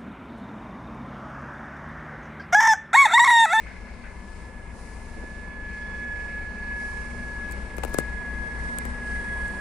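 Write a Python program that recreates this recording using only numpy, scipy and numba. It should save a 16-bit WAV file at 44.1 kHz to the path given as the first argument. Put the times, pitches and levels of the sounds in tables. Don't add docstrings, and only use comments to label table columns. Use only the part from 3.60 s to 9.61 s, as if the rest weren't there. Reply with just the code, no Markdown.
import sys
import numpy as np
from scipy import signal
from scipy.io import wavfile
from scipy.ndimage import uniform_filter1d
from numba import njit

SR = 44100
rng = np.random.default_rng(int(sys.argv[2]) if len(sys.argv) > 2 else 0)


def int16_out(signal):
    q = np.round(np.clip(np.atleast_2d(signal).T, -1, 1) * 32767)
    wavfile.write(sys.argv[1], SR, q.astype(np.int16))


N = 264897

CYCLE_HZ = 3.897
HALF_WAY_S = 3
PORT_LAG, LAG_TOP_HZ = 20, 200


def undb(db):
    return 10 ** (np.asarray(db) / 20)


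def curves(table):
    s, *columns = np.transpose(table)
    return [np.interp(np.arange(N) / SR, s, c) for c in columns]


def at_hz(table, hz):
    table = np.array(table)
    return np.interp(np.log(hz), np.log(table[:, 0]), table[:, 1])


def unit(x):
    return x / np.sqrt(np.mean(x ** 2))


@njit
def svf(x, hz, width):
    y, band, low = np.empty(len(x)), 0., 0.
    for i in range(len(x)):
        g, k = np.pi * hz[i] / SR, width / hz[i]
        g *= 1 + g * g / 3 + 2 * g ** 4 / 15
        v = (band + g * (x[i] - low)) / (1 + g * (g + k))
        band, low, y[i] = 2 * v - band, low + 2 * g * v, k * v
    return y


def walk(rate):
    k = int(SR / rate)
    steps = np.repeat(rng.standard_normal(N // k + 1), k)
    return 1.3 * uniform_filter1d(uniform_filter1d(steps, k), k)[:N]


def ports(hz, width):
    # (frequency [Hz], likeness [0 to 1])
    likeness = [(60, .93), (300, .8), (700, .72), (1400, .7), (2500, .6), (4500, .2), (7000, 0)]
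    # (frequency [Hz], left minus right [dB])
    balance = [(60, 3.5), (700, 4), (1300, 7), (2400, 0), (4400, -3), (9000, -1)]
    mid, side = (svf(svf(rng.standard_normal(N), hz, width), hz, width) for _ in range(2))
    c = np.clip(at_hz(likeness, hz[0]), 0, 1)
    lean = at_hz(balance, hz[0]) / 2
    mid, side = mid * np.sqrt(1 + c), side * np.sqrt(1 - c)
    left = np.roll(mid + side, PORT_LAG * (hz[0] < LAG_TOP_HZ))
    return np.array([left * undb(lean), (mid - side) * undb(-lean)])


def wash(colour, flicker_db):
    lowest, highest = colour[0][0], colour[-1][0]
    out = 0
    for hz in lowest * 2 ** np.arange(0, np.log2(highest / lowest), 1 / 4):
        level = undb(at_hz(colour, hz) + flicker_db * walk(6))
        out = out + level * ports(np.full(N, hz), hz / 4)
    return unit(out)


def tone(hz, waver=0):
    return np.sqrt(2) * np.sin(2 * np.pi * np.cumsum(hz) / SR + waver)


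def firing(depth):
    return 1 + depth * np.cos(2 * np.pi * 6 * CYCLE_HZ * np.arange(N) / SR)


def growing(db, db_per_s, until_s=np.inf):
    return db + db_per_s * (np.minimum(np.arange(N) / SR, until_s) - HALF_WAY_S)


def low_at_ports(x):
    return np.array([np.roll(x, PORT_LAG) * undb(2.5), x * undb(-2.0)])


def town():
    # (frequency [Hz], relative level [dB per Hz])
    rumble = [(18, 0), (35, 1), (70, -2), (105, -9)]
    return undb(-47.5) * wash(rumble, 0.64)


def exhaust():
    # (multiple of the cycle [1], half-way level [dB],
    # growth [dB per s], step as the stack clears the roof [dB])
    orders = [(6, -45, 1.7, 0), (7, -59, 0, 0), (10, -65, 1, 7), (11, -52, 1, 6), (12, -52, 1.2, 2),
              (13, -46, 1.2, -6), (14, -56, 0, 3), (15, -46.5, .3, 6), (16, -52, 0, 9),
              (18, -48.5, 2.5, -7), (19, -52, 2.2, 0), (20, -58, .7, 0), (22, -61, .3, 2), (23, -62, 3, -3),
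              (25, -64, 2.6, 0), (48, -61, 0, 0)]
    full_s = 4.2
    clears_s, clears_within_s = 3.4, .7
    throb_s, throb_turn_rad = .123, -2.6
    throb_spread = -.52
    lump_depth, lump_s = .4, .16
    out, t = np.zeros(N), np.arange(N) / SR
    clear = np.clip((t - clears_s) / clears_within_s, 0, 1)
    for k, db, growth_db, step_db in orders:
        turn = 2 * np.pi * k * CYCLE_HZ * (t - throb_s)
        turn += throb_spread * (k - 15.5) ** 2 + throb_turn_rad + .25 * walk(1)
        level = undb(growing(db, growth_db, full_s) + step_db * clear + walk(0.75))
        out += level * np.sqrt(2) * np.cos(turn)
    out *= 1 + lump_depth * clear * np.cos(2 * np.pi * CYCLE_HZ * (t - lump_s))
    return low_at_ports(out)


def gear_drone():
    # (time [s], level [dB])
    swells = [(0, -54), (.5, -54), (.75, -66), (1.1, -58), (1.85, -53), (2.1, -58), (2.45, -49), (2.7, -61),
              (2.95, -52.5), (3.35, -54), (3.6, -47.5), (3.9, -60), (4.25, -50), (4.4, -54), (4.7, -47.5),
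              (4.87, -51), (5.3, -43.5), (5.55, -47), (5.75, -54), (6, -45)]
    hz = 235.7 + .6 * np.arange(N) / SR
    db, = curves(swells)
    hum = tone(hz, .2 * walk(3)) + undb(-14) * tone(hz / 2, .3 * walk(3))
    return low_at_ports(undb(db + walk(8)) * hum)


def whine():
    # (time [s], blade tone [Hz])
    run_down = [(0, 1724), (.5, 1720), (1.5, 1709), (2, 1702), (2.5, 1695.5), (3.2, 1691.5), (4, 1684),
                (5, 1678), (6, 1672.5)]
    # (time [s], left level [dB], right level [dB], left phase lead before its wander [rad])
    fades = [(0, -60, -61, -.2), (.15, -56, -56, -.2), (.33, -61, -60, -.2), (.47, -56, -54, -.2),
             (.62, -50.5, -55, -.2), (.76, -49.5, -58, -.2), (.88, -57, -51.5, -.2), (1.12, -63, -53, -.2),
             (1.22, -64, -56, -.2), (1.31, -51, -55, -.2), (1.48, -56, -50, -.3), (1.6, -46.5, -44.5, -.3),
             (1.8, -49, -40.5, 0), (1.99, -45, -38, -.9), (2.1, -38, -38, -.3), (2.27, -41.5, -35, -.3),
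             (2.44, -37, -32.5, -.5), (2.54, -37.5, -31.5, -.7), (2.7, -38, -34.5, -.6),
             (2.79, -36.5, -32.5, -.3), (2.9, -45.5, -36, .1), (3, -43, -36, -.3), (3.1, -33, -31, -1.2),
             (3.24, -33, -31.5, -1.1), (3.34, -42.5, -32.5, -1), (3.43, -41, -34, -1.2),
             (3.51, -55.5, -38.5, 0), (3.63, -40, -35.5, -1), (3.85, -32, -37, -.5),
             (3.95, -42.5, -39.5, -2.2), (4.07, -42, -45.5, -1.6), (4.14, -51, -40, -.7),
             (4.2, -42.5, -41.5, -1.7), (4.27, -42.5, -47.5, .1), (4.39, -33.5, -34.5, 1.7),
             (4.48, -35, -41.5, -.3), (4.53, -37.5, -36, -1.4), (4.58, -46, -33.5, -1),
             (4.65, -36.5, -34, .1), (4.72, -33.5, -39, -.4), (4.77, -33.5, -35, -.7),
             (4.83, -31, -40, -1.8), (4.88, -34, -34, -2.4), (4.93, -41, -33, -.7), (4.98, -37, -35, -1.5),
             (5.13, -37, -30, -3), (5.21, -43.5, -32.5, -3.4), (5.27, -37.5, -36.5, -3.1),
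             (5.31, -37, -39, -2.9), (5.36, -36.5, -39, -.5), (5.43, -39.5, -35, -.3), (5.53, -29, -31, -1),
             (5.62, -37, -33.5, -1.3), (5.74, -33, -30, -1.1), (5.79, -35.5, -31.5, -1),
             (5.85, -32, -28, -1.2), (5.91, -41, -31.5, -.6), (6, -42, -33.5, -.5)]
    # (multiple [1], level [dB])
    overtones = [(3, -51)]
    # (time [s], left level [dB], right level [dB])
    octave_levels = [(1.7, -85, -78), (2.1, -78, -68), (2.3, -71, -63), (2.5, -71, -63), (2.62, -80, -70),
                     (3.2, -80, -73), (4.4, -76, -76), (4.6, -71, -69), (5.1, -71, -71), (5.45, -78, -79),
                     (5.6, -63, -70), (5.75, -62, -66), (5.92, -63, -64.5), (6, -69, -68)]
    # (time [s], level [dB])
    returns = [(0, -62), (.14, -56), (.28, -55.5), (.36, -63), (.52, -53), (.66, -61), (.9, -62),
               (1.04, -53), (1.15, -61), (1.4, -62), (1.52, -54), (1.7, -59), (2, -57), (6, -61)]
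    echo_shift_hz = -35
    scatter_db, scatter_db_per_s = -25, .8
    scatter_floor_db = -61
    scatter_shift_hz, scatter_width_hz = -6.5, 23.0
    t = np.arange(N) / SR
    hz, = curves(run_down)
    left_db, right_db, lead = curves(fades)
    lead = lead + .06 * t / t[-1] * walk(4.57)
    echo_db, = curves(returns)
    near = undb(uniform_filter1d((left_db + right_db) / 2, SR // 2))
    shake = .1 * walk(40)
    out = []
    for db, turn, octave_db in zip((left_db, right_db), (lead, 0), curves(octave_levels)):
        blade_level = undb(db + .7 * walk(30) + .4 * walk(8)) * firing(.1)
        blade = blade_level * tone(hz, turn + shake + .06 * walk(30))
        over = sum(undb(d + 4 * walk(13)) * tone(k * hz, .5 * walk(10)) for k, d in overtones)
        octave = undb(octave_db + 2 * walk(20)) * firing(.35) * tone(2 * hz, .4 * walk(10))
        echo_level = undb(echo_db + 3 * walk(15) + 1.5 * walk(4))
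        echo = echo_level * tone(hz + echo_shift_hz, .4 * walk(12))
        out.append(blade + near * over + octave + echo)
    paths = near * undb(growing(scatter_db, scatter_db_per_s)) + undb(scatter_floor_db)
    paths = paths * unit(ports(hz + scatter_shift_hz, scatter_width_hz))
    skirt = near * undb(-13.0) * unit(ports(hz + 25, 128.0))
    return np.array(out) + paths + skirt


def train_noise():
    # (frequency [Hz], relative level [dB per Hz])
    roar_colour = [(100, -11.5), (134, -19.5), (185, -7.5), (205, -9.5), (235, -13), (270, -18.5),
                   (500, -18), (759, -22.5), (1200, -28), (1440, -26.5), (1910, -31), (3000, -38)]
    clatter_colour = [(2600, 5), (3200, 1.5), (4500, 4.5), (6500, 0), (8000, -1.5)]
    air_colour = [(6200, -20), (7500, 0), (8800, 8.5), (10000, 1), (11000, 2)]
    # (time [s], frequency [Hz], level [dB])
    casing_ring = [(0, 2150, -54.5), (1.2, 2126, -58), (1.97, 2190, -54), (2.39, 2198, -50.5),
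                   (3.9, 2193, -52), (4.68, 2075, -51), (5.38, 2054, -49), (6, 2034, -49)]
    roar_db, block_db, nearing_db_per_s = -43, -53, 1.18
    leak_db, leak_db_per_s = -63.5, 1.6
    clatter_db = -6.5
    opens_s, open_db = 4.6, 3.5
    ring_hz, ring_db = curves(casing_ring)
    roar = undb(growing(roar_db, nearing_db_per_s)) * wash(roar_colour, 0.57)

    casing = unit(ports(ring_hz, 295.0)) + undb(-11.0) * unit(ports(1.166 * ring_hz, 190.0))
    casing = undb(ring_db + 1.67 * walk(25.04)) * casing
    block = unit(ports(np.full(N, 960.), 232.0))
    block = undb(growing(block_db, nearing_db_per_s) + 1.67 * walk(25)) * block
    rings = firing(0.17) * (casing + block)

    clatter = undb(ring_db + clatter_db) * firing(0.1) * wash(clatter_colour, 1.0)
    valve_db = growing(leak_db, leak_db_per_s)
    valve_db += open_db * np.clip(2 * (np.arange(N) / SR - opens_s), 0, 1)
    air = undb(valve_db) * wash(air_colour, 1.0)
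    gusts = undb(1.16 * walk(9))
    return roar + rings + gusts * (clatter + air)


def clanks():
    # (time [s], level [dB])
    hits = [(0.058, -40), (.26, -49), (.435, -42)]
    # (frequency [Hz], relative level [dB], time to fall 60 dB [s])
    modes = [(1080, 3, 0.06), (1580, -3.5, 0.43), (2105, -3, 0.39), (2520, -6, 0.08)]
    out, t = 0, np.arange(N) / SR
    for hz, db, t60 in modes:
        shape = 0
        for s, hit_db in hits:
            fall_db = 60 * np.clip(t - s, 0, 1) / t60
            shape = shape + undb(hit_db + db - fall_db) * np.clip((t - s) / 0.011, 0, 1)
        out = out + shape * unit(ports(np.full(N, 1. * hz), 380.0))
    return out


def blows():
    # (opening time [s], level [dB], fade [dB per s])
    jets = [(.4, -63.5, 7), (1.1, -55.5, 11), (3.12, -53.5, 13.5)]
    # (frequency [Hz], relative level [dB per Hz])
    jet_colour = [(3500, -15), (4300, 2), (6500, 0.5), (8000, 0), (9900, 3.5), (11000, 0)]
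    t, shape = np.arange(N) / SR, 0
    for s, db, fade_db in jets:
        opening = np.clip((t - s) / 0.1, 0, 1)
        shutting = np.clip((s + 1.13 - t) / 0.55, 0, 1)
        shape = shape + undb(db - fade_db * (t - s)) * opening * shutting
    return shape * wash(jet_colour, 0.43)


def wind():
    # (time [s], right level [dB], length to either side [s])
    puffs = [(1.578, -35.5, .011), (1.606, -39, .004), (1.638, -35.5, .012)]
    t, hz = np.arange(N) / SR, np.full(N, 280.)
    shape = sum(undb(db) * np.exp(-((t - s) / w) ** 2) for s, db, w in puffs)
    noise = unit(svf(svf(rng.standard_normal(N), hz, 250.0), hz, 250.0))
    return np.array([[.2], [1]]) * shape * noise


def at_case(x):
    return np.array([x, 0.013 * x])


def rub():
    # (time [s], level [dB])
    slides = [(3.85, -91), (3.91, -60), (3.94, -80), (4.12, -78), (4.16, -66), (4.3, -62), (4.36, -63),
              (4.41, -67), (4.45, -91)]
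    rub_db, = curves(slides)
    noise = unit(svf(rng.standard_normal(N), np.full(N, 10000.), 9000.))
    return at_case(undb(rub_db + 4.0 * walk(210)) * noise)


def ticks():
    # (time [s], click level [dB], thump level [dB], fizz level [dB],
    # pitch the thump falls to [Hz])
    slips = [(3.912, -26, -61, -42, 300), (3.922, -31, -36, -39, 296), (4.168, -31, -50, -42, 300),
             (4.1827, -31, -18, -39, 293), (4.2347, -25, -14.5, -52, 670), (4.2378, -22, -16, -33, 524),
             (4.2491, -22, -16.5, -34, 310), (4.28, -40, -29, -51, 500), (4.296, -36, -30, -48, 300),
             (4.334, -35, -27, -43, 200), (4.3412, -30, -45, -33, 300), (4.3439, -23, -12, -34, 310),
             (4.382, -33, -25, -42, 297), (4.3858, -8.5, -5.5, -33, 284), (4.395, -30, -42, -32, 306),
             (4.4023, -24, -22, -47, 202), (5.186, -10, -24, -44, 404), (5.253, -25, -22.5, -40, 220),
             (5.881, -32, -45, -62, 302), (5.915, -42, -47, -61, 300)]
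    click_hz, click_scatter, click_ring_s = 8520, 0.044, .00017
    sweep_hz, sweep_s = 2970, .0008
    fizz_s, lead = 0.0036, 300
    out, t = np.zeros(N), np.arange(1400) / SR
    sweep = sweep_hz * np.exp(-t / sweep_s)
    swell = .45 * (1 - np.exp(-t / .0003)) + .6 * np.exp(-(t / .0031 - 1) ** 2 / .08)
    swell = swell * np.exp(-(t / .0055) ** 4)
    rock = 0.13 * np.sin(2 * np.pi * 140 * t) * (t / 0.019) * np.exp(1 - t / 0.011)
    late = t - lead / SR
    fizz_shape = np.exp(-np.abs(late) / np.where(late < 0, 0.42 * fizz_s, fizz_s))
    grain = rng.standard_normal((len(slips), 2, len(t)))
    for (s, click_db, thump_db, fizz_db, low_hz), (g, h) in zip(slips, grain):
        centre = np.full(len(t), click_hz * (1 + click_scatter * h[0]))
        i = int(s * SR)

        wave = np.sin(2 * np.pi * np.cumsum(low_hz + sweep) / SR)
        thump = swell * (wave + 0.3 * (wave ** 2 - .5)) + rock
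        thump = thump * (1 + 0.38 * svf(h, 0 * t + 2200.0, 1160.0))

        burst = g + 0.95 * np.sin(2 * np.pi * centre * t)
        burst = burst * np.exp(-(t / click_ring_s - 1) ** 2)
        click = svf(svf(burst, centre, 4400.0), centre, 4400.0)
        click = click + 0.64 * svf(burst, 0 * t + 11100.0, 4000.0)
        body = svf(g * np.exp(-t / .001), 0 * t + 2600.0, 3000.0)
        crack = svf(h * np.exp(-t / 0.0011), 0 * t + 2200.0, 1300.0)

        out[i:i + len(t)] += undb(click_db) * click / np.abs(click).max() + undb(thump_db) * thump
        out[i:i + len(t)] += undb(thump_db - 12) * crack / np.abs(crack).max()
        out[i:i + len(t)] += undb(click_db - 13) * body / np.abs(body).max()
        fizz = unit(svf(h, 1.09 * centre, 5300.0)) * fizz_shape
        out[i - lead:i - lead + len(t)] += undb(fizz_db) * fizz
    return at_case(out)


def scene():
    air = signal.butter(6, 11000, fs=SR, output="sos")
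    far = signal.sosfilt(air, train_noise() + blows())
    train = exhaust() + gear_drone() + whine() + far + clanks()
    return town() + train + wind() + rub() + ticks()


def record(dry):
    return signal.sosfilt(signal.ellip(8, .2, 80, 15800, fs=SR, output="sos"), dry)


dry = scene()
out = record(dry)
int16_out(out)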